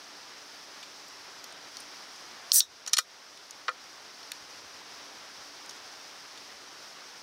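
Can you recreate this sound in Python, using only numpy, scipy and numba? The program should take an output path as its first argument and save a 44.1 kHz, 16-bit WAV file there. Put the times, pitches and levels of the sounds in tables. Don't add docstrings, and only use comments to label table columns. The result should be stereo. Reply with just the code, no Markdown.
import sys
import numpy as np
from scipy import signal
from scipy.fft import rfft, irfft, next_fast_len
from scipy.io import wavfile
from numba import njit

SR = 44100
rng = np.random.default_rng(int(sys.argv[2]) if len(sys.argv) > 2 else 0)


def persist_wave(psi):
    counts = np.round(np.clip(psi, -1, 1) * 32767).astype(np.int16)
    wavfile.write(sys.argv[1], SR, np.atleast_2d(counts).T)


N = 318402
T = np.arange(N) / SR
FFT_SIZE = next_fast_len(N + 4096)
HZ = np.maximum(np.arange(FFT_SIZE // 2 + 1) * SR / FFT_SIZE, 1)


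def can_snaps():
    # pitch in Hz, level in dB, seconds to fade by 60 dB.
    metal_tones = [(430, -17, .05), (510, -14, .09), (640, -16, .04), (1065, -4, .045), (1254, -4, .042),
                   (1395, -5, .05), (1560, -1, .024), (1800, -2, .024), (1980, -2, .026), (2412, -6, .036),
                   (3040, -4, .034), (3340, -7, .036), (3790, -1, .036), (4000, -4, .03), (4330, 0, .04),
                   (5090, -5, .04), (5570, 0, .028), (5850, -2, .036), (6750, -2, .032), (7700, -10, .034),
                   (8400, -10, .028), (9100, -2, .028), (9850, -9, .028), (10800, -12, .026),
                   (12300, -16, .024), (13600, -11, .02)]
    crack_tones = [(f, -3.5 - 10 * max(np.log2(f / 6500), 0), .008) for f in np.geomspace(1350, 14000, 18)]
    hz, tone_db, fade_s = np.transpose(metal_tones + crack_tones)
    signs = (-1) ** np.arange(len(hz))
    t = np.arange(int(.15 * SR)) / SR
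    out = np.zeros(N + SR)
    for start_s, level_db, bright_hz, crackle_s, ring, below_db, above_db in contacts():
        crackle = rng.standard_normal(len(t)) * np.exp(-t / crackle_s)
        crackle[0] = 2.01
        octaves = np.log2(hz / bright_hz)
        loss_db = np.where(octaves < 0, -below_db, above_db) * octaves
        strength = signs * from_db(tone_db - loss_db + 2.2 * rng.standard_normal(len(hz)))
        bent_hz = hz * (1 + .008 * rng.standard_normal(len(hz)))
        strength /= abs(crackle[:900] @ np.exp(2j * np.pi * np.outer(t[:900], bent_hz)))
        tones = np.sin(2 * np.pi * np.outer(t, bent_hz)) * from_db(-60 * t[:, None] / (fade_s * ring))
        ringing = signal.fftconvolve(crackle, tones @ strength)[:len(t)]
        down, up = 2 ** (14.5 / np.array([below_db, above_db]))
        band_hz = [max(bright_hz / down, 330), min(bright_hz * up, 18000)]
        snap = signal.sosfilt(signal.butter(3, band_hz, "band", fs=SR, output="sos"), ringing)
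        at = round(start_s * SR)
        out[at:at + len(t)] += from_db(level_db) * snap / np.std(snap[:SR // 300])
    return out[:N]


def contacts():
    # start in seconds, strength in dB, brightest pitch in Hz, crackle length in seconds.
    finger_ticks = [(0.828, -41.5, 2960, 0.0075), (1.082, -54, 8000, 0.0038), (1.441, -40, 5200, 0.0015),
                    (1.523, -47.5, 5850, 0.0039), (1.769, -36.5, 4430, 0.00058),
                    (1.802, -44, 10200, 0.0042), (2.1594, -54, 7900, .0044), (3.374, -44, 2970, .0014),
                    (3.5086, -36, 6550, 0.00083), (3.6932, -44, 7650, .002), (3.84, -55, 7000, .0026),
                    (4.2294, -44.5, 2800, 0.0065), (4.3186, -29.5, 3900, 0.00023),
                    (5.6605, -49, 8350, 0.0013), (5.693, -39.5, 5260, 0.004), (5.709, -44, 5030, .002),
                    (5.762, -53, 5910, .003), (6.374, -45.5, 3260, 0.0063)]
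    seal_cracks = [(2.5182, -13, 4200, 0.00086), (2.6043, -0.5, 3730, 0.00046)]
    flap_and_tab_knocks = [(2.9863, -11, 1850, 0.00072), (3.6813, -21, 1600, .0003),
                           (3.6872, -23, 1330, 0.00038), (3.713, -41, 1450, 0.0041)]
    groove_tears = [(2.8632, -32, 4500, 0.0015, 0.45), (2.8751, -29.5, 5000, 0.00079, .4),
                    (2.8778, -26, 5130, 0.0022, 1), (2.894, -37, 5870, 0.0011, 0.45),
                    (2.9297, -38, 5000, .0005, 0.29), (2.933, -8.5, 6300, .0006, 1.6),
                    (2.9375, -10, 5940, 0.00061, 0.41), (2.9382, -12, 5900, 0.0031, 0.76),
                    (2.944, -26, 4400, 0.0051, 1.1), (2.9674, -21, 5070, 0.00071, 0.51),
                    (2.9697, -11, 4460, 0.0016, 0.65), (2.9828, -10.5, 5140, .0004, 0.15),
                    (2.986, -4, 6500, 0.00115, 1.26)]
    return ([(*row, 5.5, 5.5) for row in groove_tears]
            + [(*row, .35, 13, 6.5) for row in finger_ticks]
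            + [(*row, .4, 44, 11) for row in seal_cracks]
            + [(*row, 1.2, 7, 9) for row in flap_and_tab_knocks])


def escaping_gas():
    # pitch in Hz, relative level in dB.
    jet_colour = [(530, -74), (900, -53), (1760, -20), (2300, -35), (3700, -15), (5860, -7.5), (8350, -4),
                  (15000, -7), (15900, -10), (16500, -38.5)]
    # pitch in Hz, width in Hz, relative level in dB.
    jet_whistles = [(5910, 150, 8), (8370, 120, 7.5), (9100, 89, 5), (10300, 82, -13), (12100, 37, -15),
                    (13700, 72, -14), (14400, 61, 4)]
    sigh_tones = [(3770, 160, 6.5), (5500, 300, 2.5), (6300, 500, -23), (8500, 1500, -44), (1630, 370, -10)]
    open_s, shut_s, sigh_s, puff_s = 2.52, 2.599, 2.606, 2.988
    air, whistle_air = rng.standard_normal((2, N))
    hiss = unit_level(apply_filter(air, from_db(over_hz(jet_colour))))
    whistles = unit_level(resonances(whistle_air, jet_whistles))
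    jet = unit_level(hiss + from_db(-1.5) * whistles)
    rise_db = -37 * np.exp(-np.maximum(T - open_s, 0) / .015)
    sputter_db = 1.7 * drift(rate_hz=440)
    flow = from_db(-6.5 + rise_db + sputter_db) * fade(shut_s, fade_s=.017) * (T > open_s)
    body = resonances(air, sigh_tones)
    sigh = from_db(-20) * fade(sigh_s, fade_s=.098) * np.clip((T - sigh_s) / .002, 0, 1)
    puff = fade(puff_s, fade_s=.095) * (T > puff_s)
    return (flow + from_db(-30) * puff) * jet + (sigh + from_db(-27) * puff) * body


def flap_thump():
    start_s, pitch_hz = 2.933, 75
    tone = np.sin(2 * np.pi * pitch_hz * np.maximum(T - start_s, 0))
    return from_db(-36) * fade(start_s, fade_s=.019) * tone


def place_on_table(can):
    # pitch in Hz, left level minus right level in dB.
    balance = [(300, -1), (1000, -3), (2000, -1.5), (4000, -4), (5200, -7), (6000, -2), (7500, -6),
               (10000, -7.5), (14000, -9.5)]
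    # left delay in seconds, right delay in seconds, level in dB.
    reflections = [(.00019, 0.00016, -16), (.0011, 0.00093, -36), (.0027, .0034, -20), (.0071, 0.015, -24)]
    left_lag_s, scatter_fade_s = .000014, .045
    tilt = from_db(over_hz(balance) / 2)
    t = np.arange(SR // 8) / SR
    out = []
    for side, direct in enumerate([tilt * np.exp(-2j * np.pi * HZ * left_lag_s), 1 / tilt]):
        echoes = sum(from_db(row[2]) * np.exp(-2j * np.pi * HZ * row[side]) for row in reflections)
        tail = signal.lfilter([1], [1, -.95], rng.standard_normal(len(t)))
        tail *= from_db(-60 * t / scatter_fade_s)
        scatter = from_db(-11) * rfft(tail / np.linalg.norm(tail), FFT_SIZE)
        out.append(apply_filter(can[side], direct * (1 + echoes + scatter)))
    return np.array(out)


def far_water():
    # time in seconds, level of the rush in dB.
    swell = [(0, -47.5), (1, -48), (2, -46.5), (3.5, -47.5), (5, -46.5), (7.22, -47.5)]
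    # pitch in Hz, relative level in dB.
    rush_colour = [(15, -63), (25, -70), (95, -17.5), (162, -14), (258, -8.5), (287, -9), (320, -8),
                   (371, -4.5), (489, -5.5), (747, -2), (1330, -0.5), (2070, -0.5), (4000, -3.5),
                   (5200, -32), (8800, -120)]
    hiss_colour = [(1760, -18), (3000, -5.5), (3770, -6.5), (4570, -2), (5090, 0), (5740, -1.5),
                   (7370, -13), (11600, -23), (15100, -25.5), (16200, -30), (16500, -51)]
    level = from_db(np.interp(T, *np.transpose(swell)))
    return level * (water_noise(rush_colour) + from_db(-.92) * water_noise(hiss_colour))


def water_noise(colour):
    # pitch in Hz, shared part from 0 to 1.
    likeness = [(100, 0.98), (300, 0.97), (700, 0.64), (1500, 0.11), (2800, 0.57), (4300, 0.33),
                (5600, 0.49), (7000, 0.28), (9000, 0.4), (13000, .15)]
    # pitch in Hz, lead in radians.
    left_lead = [(0, 0), (600, -.2), (1210, -.2), (1700, 2.1), (2500, 3.5), (3790, 3.8), (4910, 6),
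                 (5940, 6.7), (7150, 8.7), (7920, 10.9), (9220, 11.7), (10600, 12.6), (16400, 12.6)]
    # pitch in Hz, left level minus right level in dB.
    balance = [(60, -2), (130, 1), (290, -1.5), (640, 2.5), (1410, 4.5), (3100, -1), (6820, 0),
               (15000, 1.5)]
    shared, left_only, right_only = rfft(rng.standard_normal((3, FFT_SIZE)))
    alike = over_hz(likeness)
    lead = np.exp(1j * np.interp(HZ, *np.transpose(left_lead)))
    tilt = from_db(over_hz(balance) / 2)
    left = (np.sqrt(alike) * shared * lead + np.sqrt(1 - alike) * left_only) * tilt
    right = (np.sqrt(alike) * shared + np.sqrt(1 - alike) * right_only) / tilt
    noise = irfft(np.array([left, right]) * from_db(over_hz(colour)), FFT_SIZE)[:, :N]
    return unit_level(noise) * from_db(.7 * drift(rate_hz=11))


def hum():
    # pitch in Hz, average level in dB.
    tones = [(290.7, -71)]
    return sum(from_db(db + 2 * drift(rate_hz=2.2)) * np.sqrt(2) * np.sin(2 * np.pi * hz * T)
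               for hz, db in tones)


def wind():
    # time of the puff's peak in seconds, level in dB.
    gusts = [(2.25, -69.5), (2.7, -63), (4.42, -71), (4.56, -71), (4.66, -71), (4.78, -78), (4.96, -76),
             (5.4, -74), (6.56, -80)]
    breeze_db, gust_s = -86, .04
    rumble = signal.sosfilt(signal.butter(2, [40, 90], "band", fs=SR, output="sos"), rng.standard_normal(N))
    puffs = sum(from_db(db) * np.exp(-((T - peak_s) / gust_s) ** 2) for peak_s, db in gusts)
    return (from_db(breeze_db) + puffs) * unit_level(rumble)


def from_db(db):
    return 10 ** (np.asarray(db) / 20)


def unit_level(x):
    return x / np.sqrt(np.mean(x ** 2) + 1e-20)


def fade(start_s, fade_s):
    return from_db(-60 * np.maximum(T - start_s, 0) / fade_s)


def over_hz(points):
    hz, value = np.transpose(points)
    return np.interp(np.log(HZ), np.log(hz), value)


def apply_filter(x, response):
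    return irfft(rfft(x, FFT_SIZE) * response, FFT_SIZE)[..., :N]


def drift(rate_hz):
    r = np.exp(-2 * np.pi * rate_hz / SR)
    return unit_level(signal.lfilter([1], [1, -2 * r, r * r], rng.standard_normal(N + SR))[SR:])


def resonances(noise, peaks):
    out = np.zeros(N)
    for hz, width_hz, db in peaks:
        r = np.exp(-np.pi * width_hz / SR)
        feedback = [1, -2 * r * np.cos(2 * np.pi * hz / SR), r * r]
        out += from_db(db) * unit_level(signal.lfilter([1, 0, -1], feedback, noise))
    return out


@njit
def follow(target, rise_s, fall_s):
    out, value = np.empty_like(target), 0.
    for i in range(len(target)):
        lag_s = rise_s if target[i] > value else fall_s
        value += (target[i] - value) / (lag_s * SR)
        out[i] = value
    return out


def scene():
    water = far_water()
    can = can_snaps() + flap_thump() + escaping_gas()
    swirl = from_db(-17) * np.array([escaping_gas(), escaping_gas()])
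    return place_on_table(can + swirl) + water + hum() + wind()


def record(dry):
    low_cut_hz, high_cut_hz = 72, 16150
    threshold_db, removed_share, slow_share = -28.5, .77, .46
    dry = signal.sosfilt(signal.butter(2, low_cut_hz, "high", fs=SR, output="sos"), dry)
    power = signal.lfilter([.01], [1, -.99], np.mean(dry ** 2, axis=0))
    excess_db = np.maximum(10 * np.log10(power + 1e-12) - threshold_db, 0)
    quick_db = follow(removed_share * excess_db, rise_s=.0012, fall_s=.035)
    slow_db = follow(quick_db, rise_s=.09, fall_s=.57)
    turned_down = dry * from_db(-(1 - slow_share) * quick_db - slow_share * slow_db)
    return signal.sosfilt(signal.cheby2(18, 50, high_cut_hz, fs=SR, output="sos"), turned_down)


dry = scene()
out = record(dry)
persist_wave(out)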